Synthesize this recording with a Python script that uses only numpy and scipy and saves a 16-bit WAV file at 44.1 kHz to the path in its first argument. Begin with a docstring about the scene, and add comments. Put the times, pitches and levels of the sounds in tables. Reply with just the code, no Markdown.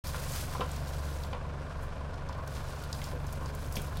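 """A diesel crane throbs and clatters at a steady speed as its grapple lifts cut branches off a brush pile.
Exhaust pulses make the low note, and the block and panels rattle in time with the firings.
Dragged twigs rustle with countless tiny contacts, thin ones snap as their fibres tear, and thick
limbs knock and rub. The trees at the edge of the wood give the snaps, knocks and rubs a short echo."""
import sys
import numpy as np
from scipy import signal
from scipy.fft import rfft, irfft
from scipy.io import wavfile

SR = 44100
rng = np.random.default_rng(int(sys.argv[2]) if len(sys.argv) > 2 else 0)


def dump(signal):
    """Clip the signal to [-1, 1] and save it as 16-bit WAV at the path in sys.argv[1]."""
    limited = np.clip(np.atleast_2d(signal).T, -1, 1)
    pcm = np.round(limited * 32767).astype(np.int16)
    wavfile.write(sys.argv[1], SR, pcm)


N = 176400
T = np.arange(N) / SR

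# engine speed: (time [s], cycle rate [Hz])
ENGINE_SPEED = [(0.05, 23.29), (1.2, 23.7), (1.8, 23.4), (4.0, 23.58)]
# exhaust envelope: (time [s], firing note level [dB], level of the other harmonics [dB])
EXHAUST_LEVEL = [(.05, -38.5, -40), (.35, -42, -40), (1.15, -36, -41), (1.6, -41, -42), (2.85, -42.5, -42),
                 (3.3, -39.5, -38.5), (4, -38.5, -41.5)]
# exhaust timbre: (multiple of the cycle rate, offset from the envelope [dB])
EXHAUST_HARMONICS = [(1, -6), (2, -25), (3, -0.5), (4, -7.5), (5, -11), (6, -5), (7, -19.5)]
# envelope of the low rumble: (time [s], level [dB])
RUMBLE_ENVELOPE = [(0, -43.5), (2, -44), (3.6, -43)]
# tone of the low rumble: (frequency [Hz], relative level [dB])
RUMBLE_SPECTRUM = [(20, 9), (35, 1.5), (60, 6), (100, 2), (155, 2.5), (200, -4), (270, -5.5), (360, -23.5),
                   (600, -19)]
# tone of the block's clatter: (frequency [Hz], relative level [dB])
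CLATTER_SPECTRUM = [(200, -10), (350, -3), (470, 1), (640, 2.5), (820, -4.5), (1100, -1.5), (1280, -7),
                    (1550, -4.5), (1900, -14), (2800, -18), (5000, -27.5), (9000, -36), (15000, -61)]
# ringing engine panels: (frequency [Hz], bandwidth [Hz], level [dB])
PANEL_MODES = [(543, 8.8, -61.5), (1018, 64, -56.5), (1433, 25, -63), (2380, 55, -70), (2660, 25, -92)]
# rustle envelope before the trims: (time [s], stem level [dB], twig level [dB])
RUSTLE_ENVELOPE = [(.05, -48, -50), (.18, -46, -47.5), (.28, -46, -47), (.36, -41, -41), (.47, -47, -48),
                   (.65, -51, -56.5), (.76, -48, -53.5), (.84, -51.5, -55.5), (1.1, -53, -56),
                   (1.24, -54, -56), (1.38, -61, -85), (1.75, -60.5, -79), (1.84, -60, -59),
                   (1.95, -60.5, -94), (2.42, -64.5, -69.5), (2.55, -51.5, -58), (2.72, -52.5, -58.5),
                   (2.91, -55, -62), (2.95, -53.5, -53), (3.05, -48.5, -51), (3.19, -60, -66.5),
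                   (3.34, -55, -58), (3.5, -57, -63.5), (3.66, -56.5, -56.5), (3.78, -55, -52),
                   (3.9, -56, -59.5), (4, -50.5, -60)]
# midrange body of dragged stems: (frequency [Hz], relative level [dB])
STEM_SPECTRUM = [(700, 0.5), (1500, 0.5), (2500, 0.5), (5000, 1.5), (6500, -5), (9000, -7.5)]
# treble sizzle of fine twigs: (frequency [Hz], relative level [dB])
TWIG_SPECTRUM = [(4000, -15), (6000, 2.5), (7500, 1.5), (11000, 1), (15500, -2.5)]
# breaking twigs: (time [s], crack level [dB], centre [Hz], t60 [s], splinter level [dB])
TWIG_SNAPS = [(.069, -37.5, 5000, 0.12, -38), (.607, -30.5, 2680, 0.053, -55),
              (.716, -33.5, 7200, 0.016, -46), (1.235, -33.5, 3930, 0.017, -43),
              (1.3293, -34, 2420, 0.037, -59), (2.142, -43.5, 5000, 0.017, -68),
              (2.289, -39.5, 4620, .031, -60), (2.327, -40.5, 3603, 0.03, -57),
              (2.4755, -36, 5300, 0.014, -39), (2.837, -40, 4003, .037, -44),
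              (2.9282, -24.5, 4800, 0.016, -45), (3.017, -32, 2465, 0.025, -49),
              (3.041, -31.5, 4900, 0.02, -40), (3.268, -40.5, 6000, 0.028, -47),
              (3.326, -43, 6500, 0.045, -37.5), (3.459, -34.5, 5000, 0.016, -50),
              (3.55, -42, 7000, .019, -37), (3.7245, -39, 5450, .03, -36), (3.755, -35, 5000, 0.12, -38.5),
              (3.767, -27, 2600, 0.037, -34.5), (3.817, -49, 7000, 0.035, -36),
              (3.971, -35.5, 3900, .025, -39)]
# thick limbs striking: (time [s], level before the limb's filter [dB], filter centre [Hz])
LIMB_KNOCKS = [(.144, -26.5, 1420), (.549, -25.5, 1010), (.596, -23.5, 462), (.607, -24, 610),
               (.611, -20, 1040), (1.3295, -27.5, 677.4), (1.345, -30, 1110), (2.294, -30, 900),
               (3.13, -31.5, 467), (3.767, -24, 220)]
# ring of a limb: (frequency [Hz], relative level [dB], t60 [s])
LIMB_MODES = [(207, 8, 0.036), (407, -6, 0.082), (507, 0.5, 0.11), (704, -22, 0.027), (832, 1.5, 0.034),
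              (1013.5, 2, 0.066), (1120, -3.5, 0.041), (1382, -4.5, 0.062)]
# limbs rubbing on each other: (time [s], level [dB], pitch [Hz], length [s])
LIMB_RUBS = [(1.652, -52.5, 1090, 0.11), (2.354, -46.5, 1050, 0.07), (3.399, -47, 1050, 0.068)]

CYCLE_THROB_DB, FIRING_THROB_DB, PANEL_THROB_DB, THROB_LAG_S = 2, 1.0, 1, 0.011
WAVER_DB, PIPE_SMEAR_RAD, CLATTER_DB = 0.53, 0.892, -46.5
STEM_TRIM_DB, TWIG_TRIM_DB, JERK_DB = -2, -2.5, 1.5
GRAINS_PER_S, GRAIN_SPREAD_DB, GRAIN_CYCLES, GRAIN_SHARE = 1100, 2, 13.5, 0.45
FIBRES_PER_S, SPLINTER_HZ = 8300, 12300
TICKS_PER_S, TICK_DB, TICK_SPREAD_DB, TICK_LOW_HZ, TICK_HIGH_HZ = 40, -54, 0.5, 6000, 15000
KNOCK_ATTACK_S, CRUNCH_DB, CRUNCH_T60_S = 0.0015, -4, 0.098
RUB_SLIPS_PER_S, RUB_WIDTH_HZ = 600, 144
ECHO_DB, ECHO_T60_S, ECHO_HZ = -11, 0.22, 5000


def from_db(db):
    """Decibels to gain."""
    return 10 ** (np.asarray(db) / 20)


def rms_one(x):
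    """Scale to unit rms."""
    return x / np.sqrt(np.mean(x ** 2) + 1e-20)


def envelopes(rows):
    """One curve at every sample for each column after the time."""
    times, *columns = np.transpose(rows)
    return [np.interp(T, times, column) for column in columns]


def drift(rate_hz):
    """Smooth random modulation with a spread of 1."""
    pole = np.exp(-80 * np.pi * rate_hz / SR)  # runs at one step per 40 samples
    slow = signal.lfilter([1], [1, -2 * pole, pole * pole], rng.standard_normal(N // 40 + 2002))[2000:]
    return np.interp(np.arange(N) / 40, np.arange(len(slow)), rms_one(slow))


def coloured(x, spectrum):
    """EQ to a spectrum, falling 20 dB an octave beyond its ends; unit rms."""
    hz = np.arange(1, N // 2 + 2) * SR / N
    points_hz, points_db = np.transpose(spectrum)
    octaves_outside = np.abs(np.log2(hz / np.clip(hz, points_hz[0], points_hz[-1])))
    eq_db = np.interp(np.log(hz), np.log(points_hz), points_db) - 20 * octaves_outside
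    return rms_one(irfft(rfft(x) * from_db(eq_db), N))


def resonance(x, hz, width_hz):
    """Resonant band-pass with unity gain at its peak."""
    r, w = np.exp(-np.pi * width_hz / SR), 2 * np.pi * hz / SR
    zeros = np.array([1, 0, -1]) * (1 - r * r) / 2
    return signal.lfilter(zeros, [1, -2 * r * np.cos(w), r * r], x + 1e-18)


def low_pass(x, hz):
    """Gentle low-pass."""
    return signal.sosfilt(signal.butter(2, hz, fs=SR, output="sos"), x)


def add(out, start_s, sound):
    """Mix a sound in at its cue."""
    i = int(start_s * SR)
    out[i:i + len(sound)] += sound[:N - i]


def decay(t, t60):
    """Exponential tail, 60 dB down at t60."""
    return np.exp(-np.log(1000) * t / t60)


def wood_burst(envelope, clicks_per_s, hz, width_hz):
    """Random clicks ring a wood resonance; the burst takes the envelope's shape and energy."""
    clicks = rng.standard_normal(len(envelope)) * (rng.random(len(envelope)) < clicks_per_s / SR)
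    burst = resonance(resonance(clicks, hz, width_hz), hz, 2 * width_hz) * envelope
    return burst * np.linalg.norm(envelope) / np.linalg.norm(burst)


def engine():
    """Exhaust harmonics over a rumble; block and panels throb with each cycle and its three firings."""
    (cycle_hz,), (rumble_db,) = envelopes(ENGINE_SPEED), envelopes(RUMBLE_ENVELOPE)
    firing_db, others_db = envelopes(EXHAUST_LEVEL)
    phase = 2 * np.pi * np.cumsum(cycle_hz) / SR
    exhaust = 0
    for multiple, db in EXHAUST_HARMONICS:
        level_db = db + (firing_db if multiple == 3 else others_db) + WAVER_DB * drift(6.0)
        smear = PIPE_SMEAR_RAD * multiple ** 2  # the pipe spreads each pulse
        exhaust += np.sqrt(2) * from_db(level_db) * np.sin(multiple * phase - smear)
    cycle = phase - 2 * np.pi * cycle_hz * THROB_LAG_S
    throb = rms_one(from_db(CYCLE_THROB_DB * np.cos(cycle) + FIRING_THROB_DB * np.cos(3 * cycle)))
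    clatter = from_db(CLATTER_DB) * coloured(rng.standard_normal(N), CLATTER_SPECTRUM) * throb
    panel_throb = throb * from_db(PANEL_THROB_DB * np.cos(cycle))
    for hz, width_hz, db in PANEL_MODES:
        clatter += from_db(db) * rms_one(resonance(rng.standard_normal(N) * panel_throb, hz, width_hz))
    rumble = from_db(rumble_db) * coloured(rng.standard_normal(N), RUMBLE_SPECTRUM)
    return exhaust + clatter + rumble


def crackle(spectrum, level_db):
    """Countless twig contacts, each ringing a few cycles, over the hiss of sliding bark."""
    density = from_db(.6 * (level_db - level_db.mean()))  # grains crowd as the rustle grows
    sizes = from_db(GRAIN_SPREAD_DB * np.minimum(rng.exponential(1, N), 5.5)) / np.sqrt(density)
    clicks = sizes * (rng.random(N) < GRAINS_PER_S * density / SR)
    grains = 0
    for hz in np.geomspace(900, 15500, 24):
        touched = rng.standard_normal(N) * (rng.random(N) < .3)
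        grains += resonance(clicks * touched, hz, np.log(1000) / np.pi * hz / GRAIN_CYCLES)
    hiss = rms_one(rng.standard_normal(N))
    mix = np.sqrt(GRAIN_SHARE) * rms_one(grains) + np.sqrt(1 - GRAIN_SHARE) * hiss
    return from_db(level_db) * coloured(mix, spectrum)


def rustle():
    """Stems and fine twigs drag through the pile in small jerks."""
    stem_db, twig_db = envelopes(RUSTLE_ENVELOPE)
    jerks = from_db(JERK_DB * drift(17))
    stems = crackle(STEM_SPECTRUM, STEM_TRIM_DB + stem_db)
    twigs = crackle(TWIG_SPECTRUM, TWIG_TRIM_DB + twig_db)
    return jerks * (stems + twigs)


def snap(db, hz, t60, relative_width=0.41):
    """One break: a dying burst of tearing fibres rings the twig."""
    fade = decay(T[:SR // 10], t60)
    return from_db(db) / 2 * wood_burst(fade, FIBRES_PER_S, hz, relative_width * hz)


def twig_ticks():
    """The finest twigs break at random, harder while the rustle is strong."""
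    out = np.zeros(N)
    _, twig_db = envelopes(RUSTLE_ENVELOPE)
    effort_db = 0.48 * (twig_db - twig_db.mean())
    for when, size, pitch in rng.random((int(TICKS_PER_S * N / SR), 3)):
        db = TICK_DB + effort_db[int(when * N)] - TICK_SPREAD_DB * np.log(max(size, .05))
        hz = TICK_LOW_HZ * (TICK_HIGH_HZ / TICK_LOW_HZ) ** pitch
        add(out, when * N / SR, snap(db, hz, t60=0.013))
    return out


def twig_snaps():
    """The loudest breaks: a dry crack and a bright spray of splinters."""
    out = np.zeros(N)
    for start_s, crack_db, hz, t60, splinter_db in TWIG_SNAPS:
        crack = snap(crack_db, hz, t60)
        splinters = snap(splinter_db, SPLINTER_HZ, t60, relative_width=0.96)
        add(out, start_s, crack + splinters)
    return out


def tree_echo(x):
    """Dull scatter off the ground and trees, after a 6 ms pre-delay."""
    t = T[:SR // 2]
    scatter = low_pass(rng.standard_normal(len(t)), ECHO_HZ) * decay(t, ECHO_T60_S) * (t > .006)
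    return signal.fftconvolve(x, scatter / np.linalg.norm(scatter))[:N]


def limb_knocks():
    """Limbs strike: wood modes, varied on every hit, and a crunch of bark, coloured by the limb's size."""
    out, t = np.zeros(N), T[:SR // 2]
    attack = np.minimum(t / KNOCK_ATTACK_S, 1)  # a short fade-in softens the start of each blow
    for start_s, db, centre_hz in LIMB_KNOCKS:
        ring = 0
        for hz, mode_db, t60 in LIMB_MODES:
            strength = from_db(mode_db + rng.normal(0, 1)) * rng.choice([-1, 1])
            detuned_hz = hz * rng.normal(1, 0.015)
            ring += strength * np.sin(2 * np.pi * detuned_hz * t) * decay(t, t60)
        crunch = rms_one(low_pass(rng.standard_normal(len(t)), 2500)) * decay(t, CRUNCH_T60_S)
        blow = (ring + from_db(CRUNCH_DB) * crunch) * attack
        add(out, start_s, from_db(db) / 2 * resonance(blow, centre_hz, width_hz=0.58 * centre_hz))
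    return out


def limb_rubs():
    """Bark sticks and slips in a short swell that sets the limb ringing."""
    out, t = np.zeros(N), T[:SR // 5]
    for start_s, db, hz, length_s in LIMB_RUBS:
        swell = np.sin(np.pi * np.minimum(t / length_s, 1))
        add(out, start_s, from_db(db) * wood_burst(swell, RUB_SLIPS_PER_S, hz, RUB_WIDTH_HZ))
    return out


def scene():
    """Mono mix: wood hits and their echo over a dry bed of rustle and engine."""
    bed = rustle() + engine()
    wood = limb_knocks() + limb_rubs() + twig_snaps() + twig_ticks()
    return (wood + from_db(ECHO_DB) * tree_echo(wood) + bed)[None]


def record(dry, start_s=.038, fade_s=.006, cutoff_hz=15850):
    """A quick fade-in after a moment of silence, and a steep high cut."""
    fade_in = np.clip((T - start_s) / fade_s, 0, 1)
    return signal.sosfilt(signal.ellip(12, .1, 80, cutoff_hz, fs=SR, output="sos"), dry * fade_in)


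dry = scene()
out = record(dry)
dump(out)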